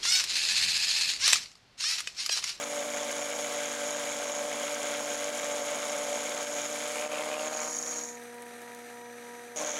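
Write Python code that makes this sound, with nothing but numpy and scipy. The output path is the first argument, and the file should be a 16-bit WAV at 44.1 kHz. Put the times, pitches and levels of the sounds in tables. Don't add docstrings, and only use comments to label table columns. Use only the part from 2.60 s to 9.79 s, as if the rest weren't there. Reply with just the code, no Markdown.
import sys
import numpy as np
from scipy.fft import rfft, irfft, next_fast_len
from scipy.io import wavfile
from scipy.ndimage import uniform_filter1d, map_coordinates

SR = 44100
rng = np.random.default_rng(int(sys.argv[2]) if len(sys.argv) > 2 else 0)


def store_wav(level_fs):
    pcm = np.round(np.clip(np.atleast_2d(level_fs), -1, 1) * 32767)
    wavfile.write(sys.argv[1], SR, pcm.T.astype(np.int16))


N = 317079

FLUTES = [-4.5, -5.5, -4.5, -5]
# centre in Hz, width in Hz, relative level in dB.
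SQUEAL = [(5750, 610, -14), (5650, 210, -7), (6580, 150, -1.5), (7200, 180, -8.5)]
ROTOR = 1.849
IN_STEP_S = 6.12


def amp(db):
    return 10 ** (np.asarray(db) / 20)


def unit(x):
    return x / np.sqrt(np.mean(x ** 2) + 1e-20)


def along(points, hz):
    f, v = np.transpose(points)
    return np.interp(np.log(hz + 1), np.log(f + 1), v)


def curves(rows):
    s, *cols = np.transpose(rows)
    return [np.interp(np.arange(N) / SR, s, c) for c in cols]


def wobble(rate):
    knots = rng.standard_normal(int(N * rate / SR) + 4)
    return map_coordinates(knots, [np.arange(N) * rate / SR])


def filtered(x, response):
    m = next_fast_len(N + SR // 2)
    return irfft(rfft(x, m) * response(np.fft.rfftfreq(m, 1 / SR)), m)[..., :N]


def modes(table):
    return lambda f: sum((-1) ** k * amp(db) * 1j * f * w / (c * c - f * f + 1j * f * w)
                         for k, (c, w, db) in enumerate(table))


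def blend(share, a, b):
    angle = np.pi / 2 * np.clip(share, 0, 1)
    return np.cos(angle) * unit(a) + np.sin(angle) * unit(b)


def spindle_speed():
    # time in seconds, mean speed in turns per second.
    mean_speed = [(0, 36.48), (.4, 36.57), (3.5, 36.58), (3.9, 36.74), (4.2, 37.0), (4.6, 37.8),
                  (4.95, 38.22), (5.25, 38.2), (5.6, 38.49), (6.95, 38.49), (7.19, 36.95)]
    push_s = [.08, .58, 1.11, 1.59, 2.05, 2.53, 2.99, 3.52, 3.93]
    sag = .11
    t = np.arange(N) / SR
    pushes = np.interp(t, push_s, np.arange(len(push_s)))
    last_s = push_s[-1]
    fade = np.interp(t, [last_s - 1, last_s], [1, .5]) * np.interp(t, [last_s, last_s + .5], [1, 0])
    return curves(mean_speed)[0] - sag * fade * np.cos(2 * np.pi * pushes)


def spindle_turns():
    turns = np.cumsum(spindle_speed()) / SR
    return turns - turns[round(IN_STEP_S * SR)]


def bites(turns, scatter_db, sharpness):
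    passes = len(FLUTES) * (turns - turns[0])
    flute = passes.astype(int)
    scatter = np.clip(rng.standard_normal(N // 100), -3, 1.6)
    size_db = np.array(FLUTES)[flute % len(FLUTES)] + scatter_db * scatter[flute]
    return amp(size_db) * np.exp(-sharpness * (passes - flute))


def tearing(turns, scatter_db, sharpness, grain_db, rate):
    grains = amp(grain_db * wobble(rate) + 0.4 * wobble(25.17))
    return bites(turns, scatter_db, sharpness) * grains * rng.standard_normal(N)


def cutter(turns):
    # time in seconds, then thud, scrape, cutter ring, swarf and low flute pull in dB.
    cut_levels = [(0, -39, -40, -43, -44.5, -51), (.8, -39, -41, -42, -45, -52.5),
                  (1.5, -40, -39.5, -40, -44.5, -51.5), (1.75, -38, -41, -42.5, -45, -53),
                  (2.4, -39.5, -39.5, -42, -45, -50), (3.6, -38, -40.5, -42.5, -45, -53.5),
                  (4.05, -40, -40, -39.5, -44, -50), (4.3, -41, -42, -44, -43, -55),
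                  (4.5, -38, -40.5, -47, -45, -49.5), (4.75, -39.5, -43.5, -47.5, -47, -52),
                  (4.9, -38, -39, -40, -43, -47), (5.01, -39.5, -42.5, -36.5, -45.5, -63),
                  (5.08, -40, -46.5, -36, -46, -52), (5.13, -48.5, -50, -37, -45.5, -57),
                  (5.39, -47.5, -49, -36.5, -48.5, -54), (5.5, -60, -65, -42, -54, -65),
                  (5.56, -70, -65, -54, -68, -68), (5.6, -73, -67, -67, -70, -69),
                  (6.965, -40.5, -45, -53, -45, -60), (7.0, -36, -39, -42, -45, -50),
                  (7.04, -38, -42.5, -45, -48, -46), (7.1, -40.5, -42, -40, -52, -61),
                  (7.19, -43.5, -40.5, -42, -49, -49)]
    # time in seconds, share 0-1.
    overhang = [(0, .05), (4.2, 0.07), (4.45, 0.37), (4.8, 0.43), (5.1, 1), (5.5, 0.98), (6.95, 0.04),
                (7.05, 0.34), (7.19, 0.1)]
    free_s = (5.6, 6.9605)
    # frequency in Hz, relative level in dB.
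    frame = [(60, -70), (146, -38), (293, -24), (440, -14.5), (587, 4), (730, -8), (880, -10.5),
             (1030, -54), (1500, -47), (2200, -76)]
    end_wall = [(60, -70), (150, -40), (305, -28), (460, -4), (610, 6), (765, 3), (920, 0), (1230, 0.5),
                (1550, -3), (2500, -35), (6000, -92)]
    # frequency in Hz, relative density in dB per Hz.
    swarf_shape = [(3000, -18), (5000, -1), (7500, 0), (8300, -1), (9000, -4.5), (9900, -0.5),
                   (11500, -8.5), (13000, -14), (16000, -84)]
    # centre in Hz, width in Hz, relative level in dB.
    column_modes = [(229.3, 34, -10), (361, 34, -12.5), (572.4, 48.5, 1.5), (685, 25, -2.5),
                    (717, 65, -5.5), (1130, 220, -9)]
    block_modes = [(1306, 233, -3), (1593, 108, 1), (2110, 333, -1.5), (2344, 198, 1.5), (3190, 810, -5),
                   (4200, 970, -23)]
    wall_modes = [(1220, 710, -5), (2290, 280, 0), (2750, 240, -9.5), (3100, 170, -4), (4470, 1000, -9)]
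    cutter_modes = [(5560, 210, -5.5), (6020, 270, -6), (6670, 224, 3.5), (7350, 340, -5)]
    entry_modes = [(5730, 400, -6), (6120, 310, 2)]

    # 0.56 dB, 14 knots per s
    thud_db, scrape_db, ring_db, swarf_db, pull_db = (db + 0.56 * wobble(14) for db in curves(cut_levels))
    edge, t = curves(overhang)[0], np.arange(N) / SR
    twist = np.maximum.accumulate(turns + 0.0052 * wobble(20))

    blows = np.diff(bites(twist, scatter_db=2.0, sharpness=1.1), prepend=0) * amp(0.88 * wobble(13))
    frame_thud = filtered(blows, lambda hz: amp(along(frame, hz)))
    wall_thud = filtered(blows, lambda hz: amp(along(end_wall, hz)))
    thud = blend(edge, frame_thud, wall_thud)

    column_noise = tearing(twist, scatter_db=3.0, sharpness=1.0, grain_db=0.2, rate=200)
    growl = unit(filtered(column_noise, modes(column_modes)))
    block_noise = tearing(twist, scatter_db=0.5, sharpness=0.82, grain_db=1.7, rate=300)
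    scrape = filtered(block_noise, modes(block_modes))
    wall_noise = tearing(twist, scatter_db=3, sharpness=0.45, grain_db=2.5, rate=280)
    rasp = filtered(wall_noise, modes(wall_modes))
    rub = tearing(twist, scatter_db=0.5, sharpness=0.86, grain_db=3.5, rate=500)
    ring = blend(edge, filtered(rub, modes(cutter_modes)), filtered(rub, modes(SQUEAL)))
    chip_noise = tearing(twist, scatter_db=1.5, sharpness=0.16, grain_db=2.5, rate=650)
    swarf = unit(filtered(chip_noise, lambda hz: amp(along(swarf_shape, hz))))
    struck_ring = unit(filtered(blows, modes(cutter_modes)))
    entry_ring = unit(filtered(rub, modes(entry_modes))) * (t > free_s[1])
    stroke = 2 * np.pi * len(FLUTES) * twist
    pull = np.sin(2 * stroke) + amp(-11.0) * np.sin(stroke)

    cut = amp(thud_db) * thud
    cut = cut + amp(thud_db - 3.5 - 0.47 * edge) * growl
    cut = cut + amp(scrape_db) * blend(edge, scrape, rasp)
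    cut = cut + amp(ring_db) * ring
    cut = cut + amp(swarf_db) * swarf
    cut = cut + amp(ring_db - 8 - 5.4 * edge) * struck_ring
    cut = cut + amp(ring_db - 1.5) * entry_ring
    cut = cut + np.sqrt(2) * amp(pull_db) * pull
    cut = filtered(cut, lambda hz: 1 / (1 + (110 / (hz + 1)) ** 4))
    return cut * ((t < free_s[0]) | (t > free_s[1]))


def catches(turns):
    # time in seconds, level in dB, pitch in Hz.
    snags = [(4.32, -44, 2300), (4.36, -24, 2250), (4.43, -24.5, 2270), (4.48, -27, 2400),
             (4.55, -22, 2750), (4.63, -28, 2280), (4.68, -44, 2310), (4.72, -26.5, 2400),
             (4.78, -25, 2850), (4.85, -31, 2490), (5.09, -36, 2230)]
    longest_at_s = 4.556
    opposite_db, scatter_db = -2, 2
    upper_ratio, upper_db = 1.166, -5.5
    out, t = np.zeros(N + SR), np.arange(SR // 50) / SR
    halves = np.floor(2 * (turns - turns[round(longest_at_s * SR)]))
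    starts = np.flatnonzero(np.diff(halves)) + 1
    starts = starts[(starts > snags[0][0] * SR) & (starts < snags[-1][0] * SR)]
    level_db, pitch_hz = curves(snags)
    for i in starts:
        db = level_db[i] + opposite_db * (halves[i] % 2) + rng.normal(0, scatter_db)
        phase = 2 * np.pi * pitch_hz[i] * (1 + 0.059 * rng.standard_normal()) * t
        tones = np.sin(phase) + amp(upper_db) * np.sin(upper_ratio * phase)
        crack = 0.27 * rng.standard_normal(len(t)) * amp(-60 * t / 0.0037)
        envelope = amp(db - 60 * t / 0.013) * (1 - np.exp(-t / 0.00037))
        out[i:][:len(t)] += envelope * (tones + crack)
    return out[:N]


def dips():
    # start in seconds, depth in dB.
    drops = [(0.076, 2.5), (.294, 1.5), (1.032, 1), (1.144, 3), (1.361, 0.5), (1.648, 2), (1.854, 3),
             (2.56, 3), (2.708, 3.5), (3.85, 6), (4.066, 4), (4.175, 1), (4.478, 8), (4.56, 3),
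             (4.748, 2.5), (4.886, 11), (4.978, 3)]
    recovery_s = 0.029
    t = np.arange(N) / SR
    return amp(-sum(db * (t > s) * np.exp(-np.abs(t - s) / recovery_s) for s, db in drops))


def pings():
    # start in seconds, peak in dB.
    hard_bites = [(0.04, -22), (0.3739, -27), (0.5656, -26), (0.948, -28), (1.0569, -25.5), (1.119, -28),
                  (1.516, -27), (1.6795, -29), (1.7199, -24), (1.7638, -28), (2.146, -22.5), (2.555, -27),
                  (2.6433, -23), (3.0813, -30), (3.2977, -27), (3.9817, -28), (4.0173, -21), (5.1925, -24),
                  (6.9604, -30), (6.9671, -30), (6.973, -20), (6.9804, -22), (6.9874, -22), (7.0145, -25),
                  (7.0622, -24), (7.1043, -26), (7.117, -20.5)]
    blows, one = np.zeros(N), np.arange(N) == 0
    for s, db in hard_bites:
        blows[round(s * SR)] = amp(db)
    peak = np.abs(filtered(one, modes(SQUEAL))).max()
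    return filtered(blows, modes(SQUEAL)) / peak


def motor(turns):
    ripple_hz = 119.87
    # multiple of the ripple, rms in dB before load, whine and wander.
    hum_tones = [(1, -70), (2, -54.5), (4, -49), (6, -56), (8, -59), (10, -67), (22, -82), (48, -80),
                 (50, -65), (52, -81), (54, -80)]
    # multiple of the spindle, rms in dB before load and wander.
    gear_tones = [(9.93, -73), (14.93, -71), (19.68, -72), (25, -59), (33.3, -73), (41.31, -70),
                  (43.1, -72), (43.16, -69), (45.63, -72), (46.86, -71), (47.48, -72), (48.09, -71),
                  (49.24, -69), (49.32, -64), (51.17, -73), (98.5, -79)]
    # time in seconds, lift in dB.
    whine = [(0, -6), (5, -7), (5.55, 2), (5.9, -1), (6.3, -1), (6.55, 2), (6.7, 1), (6.9, 3), (7, 0)]
    t = np.arange(N) / SR - IN_STEP_S
    speed = spindle_speed()
    load = (speed.max() - speed) / np.ptp(speed)
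    rotor = 2 * np.pi * ROTOR * turns
    whine_db = curves(whine)[0]
    throb = 1 + 0.082 * np.cos(rotor)
    sway = .08 * np.sin(rotor)
    hum = gears = 0
    for k, db in hum_tones:
        damping_db = 7.5 * load * np.log2(k / 4).clip(0, 1)
        level_db = db + 0.84 * wobble(5) + (k > 40) * whine_db - damping_db
        hum = hum + amp(level_db) * np.sin(2 * np.pi * k * ripple_hz * t + k % 8 + sway)
    for k, db in gear_tones:
        level_db = db + 0.65 * wobble(9.7) - 4.7 * load
        gears = gears + amp(level_db) * np.sin(2 * np.pi * k * turns + k % 25)
    return np.sqrt(2) * (throb * hum + gears)


def whir(turns):
    # frequency in Hz, relative density in dB per Hz.
    air_shape = [(30, -72), (100, -40), (200, -7), (400, -7), (900, -6.5), (1080, -18.5), (1280, -3),
                 (1400, -6.5), (1700, -2), (2400, -8.5), (2800, -15), (5200, -19), (10500, -15.5),
                 (13000, -19), (16000, -86)]
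    # centre in Hz, width in Hz, lift in dB.
    housing = [(3900, 600, 5), (5950, 300, 5), (6640, 250, 7), (8380, 400, 7)]
    shake = 1 + 0.093 * np.cos(2 * np.pi * ROTOR * turns) + 0.08 * np.cos(2 * np.pi * turns)
    lift_db = lambda hz: sum(db / (1 + (2 * (hz - c) / w) ** 2) for c, w, db in housing)
    noise = shake * amp(0.93 * wobble(120)) * rng.standard_normal(N)
    air = filtered(noise, lambda hz: amp(along(air_shape, hz) + lift_db(hz)))
    return amp(-51.0 + 0.88 * wobble(7.8)) * unit(air)


def rattle(turns):
    # centre in Hz, width in Hz, relative level in dB.
    wall_modes = [(1750, 250, -6), (2340, 220, -1)]
    case_modes = [(1320, 170, -5), (1660, 283, -6), (1820, 150, -3.5), (2400, 77, 4), (3870, 340, -3)]
    idler = ROTOR * turns / 3
    knock = np.diff(np.floor(idler), prepend=np.floor(idler[0])) * amp(2.3 * wobble(30))
    chatter = np.exp(-7 * (idler % 1)) * amp(1.9 * wobble(40)) * rng.standard_normal(N)
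    knocks = amp(-63) * unit(filtered(knock, modes(wall_modes)))
    return knocks + amp(-66.0) * unit(filtered(chatter, modes(case_modes)))


def chips():
    # start in seconds, relative level in dB, pitch in Hz.
    falls = [(5.636, -37, 8100), (5.7433, -37, 8420), (5.822, -33, 10100), (6.0177, -36, 6620),
             (6.1484, -34, 6560)]
    out, t = np.zeros(N + SR), np.arange(SR // 20) / SR
    for s, db, hz in falls:
        ping = np.sin(2 * np.pi * hz * t) * amp(-60 * t / 0.015)
        crack = 2.0 * rng.standard_normal(len(t)) * amp(-60 * t / .012)
        out[round(s * SR):][:len(t)] += amp(db - 9.0) * (ping + crack)
    return filtered(out[:N], modes([(9000, 5000, .5)]))


def scene():
    turns = spindle_turns()
    cut = dips() * (cutter(turns) + catches(turns)) + pings()
    machine = motor(turns) + whir(turns) + rattle(turns)
    return (cut + machine + chips())[None]


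def record(dry):
    # frequency in Hz, relative density in dB per Hz.
    hiss_shape = [(20, 0), (70, -6), (150, -2), (1000, 0), (16000, -17)]
    top_hz, ceiling_db, climb_db_per_s = 15800, -22, 90
    hiss = filtered(rng.standard_normal(N), lambda hz: amp(along(hiss_shape, hz)))
    x = dry + amp(-62) * unit(hiss)
    over_db = np.maximum(20 * np.log10(np.abs(x) + 1e-9) - ceiling_db, 0)
    climb_db = climb_db_per_s * np.arange(N) / SR
    cut_db = np.maximum.accumulate(over_db + climb_db, axis=1) - climb_db
    x = x * amp(-uniform_filter1d(cut_db, size=45, axis=1))
    notch_db = lambda hz: -40 / (1 + (2 * (hz - 14020) / 400) ** 2)
    bass_cut = lambda hz: 1 / (1 + (70 / (hz + 1)) ** 2)
    return filtered(x, lambda hz: amp(notch_db(hz)) * bass_cut(hz) * (hz < top_hz))


dry = scene()
out = record(dry)
store_wav(out)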